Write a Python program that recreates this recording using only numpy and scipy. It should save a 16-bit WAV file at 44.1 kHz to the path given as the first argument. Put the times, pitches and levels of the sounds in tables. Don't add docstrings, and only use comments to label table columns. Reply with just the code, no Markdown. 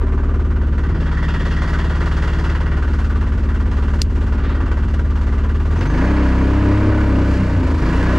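import sys
import numpy as np
from scipy import signal
from scipy.fft import rfft, irfft, next_fast_len
from scipy.io import wavfile
from scipy.ndimage import uniform_filter1d

SR = 44100
rng = np.random.default_rng(int(sys.argv[2]) if len(sys.argv) > 2 else 0)


def natural_amplitude(level_db):
    exponent = np.asarray(level_db, float) / 20
    return 10 ** exponent


def log_audio(samples):
    frames = np.atleast_2d(samples).T
    limited = np.clip(frames, -1, 1)
    pcm = np.round(limited * 32767).astype(np.int16)
    wavfile.write(sys.argv[1], SR, pcm)


N = 360738
T = np.arange(N) / SR

# time in seconds, cycles per second in Hz.
CYCLE_RATE = [(0, 18.258), (0.45, 18.328), (0.85, 17.997), (1.36, 17.619), (2.03, 18.513), (2.4, 18.217),
              (2.7, 18.406), (3.0, 18.084), (3.6, 17.814), (4.04, 18.252), (4.36, 17.612), (4.65, 18.012),
              (5.05, 18.186), (5.35, 17.755), (5.74, 18.979), (5.85, 22.177), (6.1, 33.632), (6.32, 31.878),
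              (6.56, 33.465), (6.68, 33.249), (6.84, 34.67), (7.04, 34.346), (7.13, 32.482), (7.3, 32.716),
              (7.52, 30.362), (7.76, 25.713), (8.0, 30.344), (8.18, 32.234)]
CYCLE_START = .3
IDLE_HZ, LOAD_HZ = 19, 27
# time in seconds, throttle from 0 to 1, uneven firing from 0 to 1.
THROTTLE = [(5.68, 0, 0.13), (5.96, 0.63, 0.5), (6.08, 0.79, 0), (6.7, 1, 0.4), (6.85, 1, 0.9),
            (7.0, 1, 0.3), (7.3, 0.7, 0.6), (7.55, 0.5, 0.7), (7.76, 0.32, 0.8), (7.87, 0.5, 0.8),
            (7.98, 0.47, 0.7), (8.1, 0.7, 0.2)]
# time in seconds, lean from -1 (standing back) to 1 (over the hood),
# clatter level in dB and hiss level in dB, both with the throttle closed.
HEAD = [(0, -0.74, -33, -55), (.6, -0.14, -34.5, -54.5), (1.0, 0.46, -36, -53), (1.35, 0.58, -34, -48),
        (1.9, 0.37, -32, -46), (2.45, 0.33, -31.5, -46), (2.72, 0.27, -31.5, -51), (3, -0.024, -34, -49),
        (3.5, 0.055, -35, -51), (4.18, -0.16, -34.5, -48), (4.45, 0.24, -34, -52),
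        (4.85, 0.038, -35, -51.5), (5.7, -0.18, -33.5, -49.5), (5.84, 0.12, -29, -44.5),
        (6.05, 0.13, -32, -47.5), (6.5, -0.077, -31.5, -48), (7.0, -0.17, -33, -48),
        (7.35, -0.042, -31.5, -46.5), (7.6, -0.15, -33, -47), (7.85, 0.034, -29.5, -43.5),
        (8.18, 0.069, -28.5, -44)]
IDLE_DB = {"boom": -15, "bark": -28}
LEAN_DB = {"boom": -3, "bark": 6}
OPEN_DB = {"boom": 1.75, "bark": 8, "clatter": 6.5, "hiss": 2}

# multiple of the cycle rate, idle level in dB, level under load in dB,
# gain at idle in dB per unit of lean either way from the seat.
BOOM_ORDERS = [(1, -40, -12.5, -9.5), (2, -6.5, -6.5, 8), (3, 11.5, -13, -3.5), (4, 0, -22.5, 0),
               (5, -12, -19, -9.5), (6, -15, -15, 4), (7, -32, -36, 4)]
# idle frequency in Hz, frequency under load in Hz, width in Hz.
CHAMBERS = [(45, 45, 12), (81, 112, 4)]
BOOM_LAG = (.37, .25)
BOOM_TURN = (.17, .02)
# time in seconds, gain in dB.
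FIRING_SWELL = [(5.5, -15), (5.82, -35), (5.94, 0.5), (6.25, -6), (6.68, 7), (6.9, 10), (7.03, 2),
                (7.38, 1.5), (7.74, 14), (7.86, -0.5), (7.98, 10.5), (8.1, 0)]
STUMBLE_DB = -1.5
# rough time in seconds (moved within its cycle), level in dB.
HICCUPS = [(.925, -7.5), (1.375, -12.5), (1.655, -13.5), (2.695, -36), (3.245, -11.5), (3.355, -9),
           (3.685, -11.5), (4.075, -10.5), (4.245, -8.5), (4.635, -9), (4.855, -10)]

# place in the cycle from 0 to 1, idle level in dB, level under load in dB.
CYLINDERS = [(.97, 0, 0), (.303, -12, -18), (.637, -11, -13)]
# frequency in Hz, width of each of two filters in Hz, then three lean levels in dB
# (standing back, seated, over the hood; counted twice at idle, once under load), dB added under load.
PIPE_MODES = [(148.3, 11.8, 1.5, 4.5, 5, -28), (164.3, 21, -0.5, 0, 7.5, -5), (214, 22, 0, 1, 0.5, -12),
              (258.7, 29.4, 3, 0.5, -1, 4.5), (297.6, 29.3, -11, -4.5, -2, 7),
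              (329.3, 21, -7.5, -3, -1.5, -5), (385.4, 58, 0, -5, -5, -9),
              (455.5, 51, -10, -8.5, -10.5, -4), (564, 45, -12, -13.5, -16, -2),
              (592, 66, -21, -20, -21, 10.5)]
# frequency in Hz, lead at idle in ms,
# lead under load in ms, lead at idle leaning over the hood in ms.
MODE_LEAD = [(164, -8.1, 8, -5.6), (214, 2.8, -.5, 4.7), (259, 4.8, 0, 4.9), (298, 5.2, -.5, 5.5),
             (329, 7.3, 1.5, 7.3), (385, 5.7, 1.5, 5.5), (455, 4, 1.5, 4), (564, 5, 5.2, 5)]
DULL_DB = -5.5
TUNED_HZ, DETUNE_HZ = 31, 5.2

# frequency in Hz, width in Hz, level in dB, gain in dB per unit of lean
# (counted 2.5 times at idle, 1.5 times under load), dB gained under load.
HOOD_PANELS = [(970, 70, -8.5, 3, 5), (1188, 19, 4, -1.5, -13), (1496, 235, 3, 3.5, -13),
               (1500, 35, -14, -2.5, 15.5), (1690, 47, -13.5, 14, 16), (1888, 150, -2.5, 11, -3.5),
               (2326, 230, -14.5, 2.5, 13), (2770, 260, -1, 5.5, -1), (3280, 280, -9, 12.5, -18.5),
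               (4540, 880, -8, 9, 5.5), (6800, 56, -19, 2, 0.5)]
# frequency in Hz, gain in dB.
CLATTER_COLOUR = [(40, -14), (90, 14), (350, 9), (550, -2.5), (780, -11), (1000, -7), (1500, -12.5),
                  (2000, -14.5), (2400, -19), (3000, -20), (4600, -28.5), (7000, -32), (9500, -43),
                  (12500, -47.5), (15500, -74.5)]
# frequency in Hz, gain in dB.
SIDE_COLOUR = [(60, -68.5), (350, -24), (780, -19.5), (1500, -15.5), (2200, -13), (6200, -14.5),
               (10000, -14), (12500, -10)]
BURST_RISE = (170, 300, 380)
BLUR_HZ = (24, 32)
KNOCK_DB, KNOCK_S = -4, .004
STROKE_DB, RING_DB = 1.1, 2.5
# time in seconds, dB relative to a usual knock.
SET_KNOCKS = [(.781, 11), (1.341, 9.5), (1.507, 0.5), (1.619, 13.5), (2.276, 11), (2.497, 8.5), (2.551, 7),
              (2.605, 6.5), (3.212, -0.5), (3.377, -1), (3.714, 9), (4.716, 15), (4.941, 18.5),
              (4.994, 12.5)]
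RUMBLE_DB, SHAKE_DB = -42, 13

# time in seconds, frequency in Hz, level in dB.
SQUEAL = [(5.77, 6210, -64), (5.83, 6230, -58), (5.86, 6245, -60), (5.875, 6255, -52), (5.91, 6270, -53),
          (5.925, 6280, -58), (5.945, 6295, -54), (6.0, 6310, -56), (6.04, 6320, -61), (6.095, 6330, -56),
          (6.13, 6332, -60), (6.22, 6335, -60), (6.4, 6335, -61), (6.55, 6330, -68)]
# time in seconds, level in dB.
LURCHES = [(7.3, -18.5), (7.82, -16.5), (7.86, -17), (7.9, -22), (7.93, -22), (8.04, -17)]
# time in seconds, strength of the blow in dB.
TAPS = [(4.0125, -38.5), (4.0166, -19), (4.0178, -5), (4.0192, -17)]
# frequency in Hz, level in dB, time to fall by 60 dB in seconds.
HOUSING = [(3140, -29, 0.0013), (4800, 3.5, 0.0031), (5750, -11, 0.0056), (6870, -19, 0.015),
           (8400, -22, 0.0096), (12100, -40, 0.002)]
# time in seconds, level in dB.
RUSTLE = [(4.3, -68), (4.4, -56), (4.45, -45), (4.53, -44.5), (4.6, -63)]
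# frequency in Hz, left minus right in dB.
EAR_BALANCE = [(60, .2), (150, .1), (210, -.5), (320, 2), (490, 1), (740, -.6), (1130, -.2), (1710, -1),
               (2600, -.3), (5000, .4), (9000, .2), (12500, -3.5)]


def curves(table):
    s, *columns = np.transpose(table)
    return [np.interp(T, s, c) for c in columns]


def unit(x):
    return x / np.sqrt(np.mean(x ** 2))


def walk(rate):
    k = int(SR / rate)
    steps = np.repeat(rng.standard_normal(N // k + 1), k)
    return unit(uniform_filter1d(uniform_filter1d(steps, k), k)[:N])


def band(x, hz, width):
    return signal.lfilter(*signal.iirpeak(hz, hz / width, fs=SR), x)


def butter(x, order, hz, kind="low"):
    return signal.sosfilt(signal.butter(order, hz, kind, fs=SR, output="sos"), x)


def smooth_low(x, hz):
    return signal.sosfiltfilt(signal.butter(2, hz, fs=SR, output="sos"), x)


def decay(x, seconds):
    return signal.lfilter([1], [1, -np.exp(-1 / (seconds * SR))], x)


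def shape(x, points):
    n = next_fast_len(N)
    hz, db = np.transpose(points)
    bins_hz = np.arange(n // 2 + 1) * SR / n
    gain_db = np.interp(np.log(bins_hz + 1), np.log(hz + 1), db)
    return irfft(rfft(x, n) * natural_amplitude(gain_db), n)[..., :N]


def struck(events, modes):
    blows = np.zeros(N)
    for s, db in events:
        blows[int(s * SR)] = natural_amplitude(db)
    t = T[:SR // 4]
    ring = sum(natural_amplitude(db) * np.sin(2 * np.pi * hz * t) * 1000. ** (-t / t60) for hz, db, t60 in modes)
    return signal.fftconvolve(blows, ring)[:N]


def boom(cycles, hz, load, firing_db, uneven, lean):
    out, power = 0, 0
    delay, turn = (idle + load * (loaded - idle) for idle, loaded in (BOOM_LAG, BOOM_TURN))
    for order, idle_db, load_db, away_db in BOOM_ORDERS:
        level_db = idle_db + load * (load_db - idle_db) + away_db * np.abs(lean) * (1 - load)
        level_db = level_db + (order == 3) * firing_db
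        gain = natural_amplitude(level_db + (.7 + 4 * uneven ** 2) * walk(14 + 3 * order))
        tone_hz = order * hz
        lag = sum(np.arctan2(tone_hz * width, (idle + load * (loaded - idle)) ** 2 - tone_hz ** 2)
                  for idle, loaded, width in CHAMBERS)
        drift = 0.017 * walk(1.2) + 0.9 * uneven ** 2 * walk(14)
        phase = 2 * np.pi * (order * (cycles - delay) - turn) - lag + drift
        out = out + (-1) ** (order == 6) * gain * np.cos(phase)
        power = power + uniform_filter1d(gain ** 2, SR // 8) / 2
    return out / np.sqrt(power)


def hiccups(cycles):
    thuds = []
    for s, db in HICCUPS:
        place = np.floor(np.interp(s, T, cycles)) + 0.14
        thuds.append((np.interp(place, cycles, T), db))
    return struck(thuds, [(79.3, 0.042, 0.16)])


def firings(cycles, load, uneven):
    whole = np.arange(int(cycles[-1]))
    pulses = np.zeros(N)
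    for place, idle_db, load_db in CYLINDERS:
        shift, size = rng.standard_normal((len(whole), 2)).T
        jitter = .0012 + .014 * np.interp(whole, cycles, uneven) ** 2
        at = np.interp(whole + place + jitter * shift, cycles, np.arange(N)).astype(int)
        level_db = idle_db + load[at] * (load_db - idle_db)
        pulses[at] = natural_amplitude(level_db + (1.0 + 0.94 * uneven[at] ** 2) * size)
    return unit(pulses)


def bark(cycles, rate, load, lean, uneven):
    gas = (.06 - .035 * load + .3 * uneven ** 2) * rng.standard_normal(N)
    drive = firings(cycles, load, uneven) + gas
    lead_hz, *leads = np.transpose(MODE_LEAD)
    near = np.interp(lean, [.08, .25], [0, 1])
    dull_db = DULL_DB * np.clip((TUNED_HZ - rate) / DETUNE_HZ, 0, 1)
    out = 0
    for hz, width, back, seated, over, loaded in PIPE_MODES:
        idle, load_drive, leaning = [np.roll(drive, -int(np.interp(hz, lead_hz, ms) * SR / 1000))
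                                     for ms in leads]
        push = (1 - load) * ((1 - near) * idle + near * leaning) + load * load_drive
        lean_db = np.interp(lean, [-.7, 0, .8], [back, seated, over])
        level_db = (2.0 - load) * lean_db + load * (loaded + (hz > 500) * dull_db)
        out = out + natural_amplitude(level_db) * band(band(push, hz, width), hz, width)
    out = butter(out, 4, 800)
    return out / np.sqrt(uniform_filter1d(out ** 2, SR // 4))


def valve_knocks(since, strokes, scatter):
    knock_s, knock_db = np.interp(np.arange(strokes) - 1, since, T), 2 * scatter
    for s, db in SET_KNOCKS:
        k = np.argmin(np.abs(knock_s - s))
        knock_s[k], knock_db[k] = s, db
    knocks = np.zeros(N)
    knocks[(knock_s * SR).astype(int)] = natural_amplitude(KNOCK_DB + knock_db)
    return decay(knocks, KNOCK_S)


def clatter(cycles, rate, load, lean, low_db, high_db, rumble_db):
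    since = cycles - .525
    blur = np.interp(rate, BLUR_HZ, [0, 1])
    strokes = int(cycles[-1]) + 2
    stroke = since.astype(int) + (since > 0)
    chance = rng.standard_normal((strokes, 3 + len(HOOD_PANELS))).T
    length = .66 + .05 * chance[1][stroke]
    burst = natural_amplitude(STROKE_DB * chance[0])[stroke] * np.exp(-((since % 1) / length) ** 3)
    gate = .68 + 1.8 * blur + burst + (1 - blur) * valve_knocks(since, strokes, chance[2])
    gate = gate / uniform_filter1d(gate, SR // 3)

    gates = np.array([uniform_filter1d(gate, size) for size in BURST_RISE])
    ticks = gates * natural_amplitude(1.98 * rng.exponential(size=(3, N))) * rng.standard_normal((3, N))
    rung = ticks
    for (hz, width, db, over, loaded), ring in zip(HOOD_PANELS, chance[3:]):
        ring_db = RING_DB * uniform_filter1d(ring[stroke], size=200)
        level_db = db + over * lean * (2.5 - load) + loaded * load + ring_db
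        rung = rung + natural_amplitude(level_db) * band(ticks, hz, width)
    mids, other, treble = shape(rung, CLATTER_COLOUR)
    mid = smooth_low(mids - treble, 2800) + treble
    turned = signal.hilbert(mid, next_fast_len(N))[:N].imag
    sound = np.array([mid, shape(turned + other, SIDE_COLOUR)])

    low = smooth_low(sound, 2800)
    high = sound - low
    rumble = smooth_low(low, 480)
    low = low - rumble
    rumble = rumble / np.std(rumble[0]) * natural_amplitude(rumble_db + 3.8 * walk(12))
    low = low / np.std(low[0]) * natural_amplitude(low_db + 0.75 * walk(4.4))
    high = high / np.std(high[0]) * natural_amplitude(high_db + 0.69 * walk(13))
    return rumble + low + high


def squeal():
    hz, db = curves(SQUEAL)
    on = (T > SQUEAL[0][0]) & (T < SQUEAL[-1][0])
    wavering_hz = hz + 22 * walk(150)
    return on * natural_amplitude(db + 4 * walk(70)) * np.sin(2 * np.pi * np.cumsum(wavering_hz) / SR)


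def lurches():
    return struck(LURCHES, [(145.5, 1, 0.12), (193, -1.5, 0.064)])


def glove_taps():
    taps = butter(struck(TAPS, HOUSING), 2, [2400, 9000], "band")
    scrape = decay(np.abs(taps), 0.0078) / SR
    bright = band(band(rng.standard_normal(N), 4800, 5900), 4600, 5900)
    dull = band(band(rng.standard_normal(N), 1800, 1800), 1800, 1800)
    return taps + natural_amplitude(54.0) * scrape * bright + natural_amplitude(50) * scrape * dull


def rustle():
    (db,) = curves(RUSTLE)
    on = (T > RUSTLE[0][0]) & (T < RUSTLE[-1][0])
    grains = natural_amplitude(1.7 * rng.exponential(size=N)) * rng.standard_normal(N)
    hiss = butter(grains, 4, [1500, 4000], "band")
    body = natural_amplitude(-6) * band(band(grains, 1720, 260), 1720, 260)
    return on * natural_amplitude(db) * unit(hiss + body)


def wall_echo(pipe):
    return natural_amplitude(-16.0) * np.roll(band(pipe, 780, 300), int(0.015 * SR))


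def scene():
    (hz,), (throttle, uneven), (firing_db,) = curves(CYCLE_RATE), curves(THROTTLE), curves(FIRING_SWELL)
    lean, low_db, high_db = curves(HEAD)
    boom_db, bark_db = (IDLE_DB[k] + LEAN_DB[k] * np.maximum(lean, 0) + OPEN_DB[k] * throttle
                        for k in ("boom", "bark"))
    cycles = CYCLE_START + np.cumsum(hz) / SR
    load = np.clip((hz - IDLE_HZ) / (LOAD_HZ - IDLE_HZ), 0, 1)

    lows = natural_amplitude(boom_db + STUMBLE_DB * uneven) * boom(cycles, hz, load, firing_db, uneven, lean)
    lows = lows + hiccups(cycles) + lurches()
    pipe = natural_amplitude(bark_db) * bark(cycles, hz, load, lean, uneven)
    low_db = low_db + OPEN_DB["clatter"] * throttle
    high_db = high_db + OPEN_DB["hiss"] * throttle
    rumble_db = RUMBLE_DB + SHAKE_DB * uneven + 3 * throttle
    mid, side = clatter(cycles, hz, load, lean, low_db, high_db, rumble_db)
    taps = glove_taps()
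    mid = mid + lows + pipe + taps + squeal() + rustle()
    lag = 0.077 * (np.roll(mid, 1) - mid)
    side = side + lag + wall_echo(pipe) + natural_amplitude(-39.5) * lows + natural_amplitude(-25.5) * taps
    return np.array([shape(mid + ear * side, np.array(EAR_BALANCE) * [1, ear / 2]) for ear in (1, -1)])


def band_limit(x):
    return signal.sosfilt(signal.butter(12, 15700, fs=SR, output="sos"), x)


def record(dry):
    lows = smooth_low(dry, 450)
    treble = np.abs(butter(dry[0], 2, 3000, "high"))
    over = decay(np.maximum(treble - .12, 0), 0.06)
    gain = 1 / (1 + 0.35 * np.roll(over, int(0.0032 * SR)))
    mix = lows + gain * (dry - lows)
    return band_limit(mix)


dry = scene()
out = record(dry)
log_audio(out)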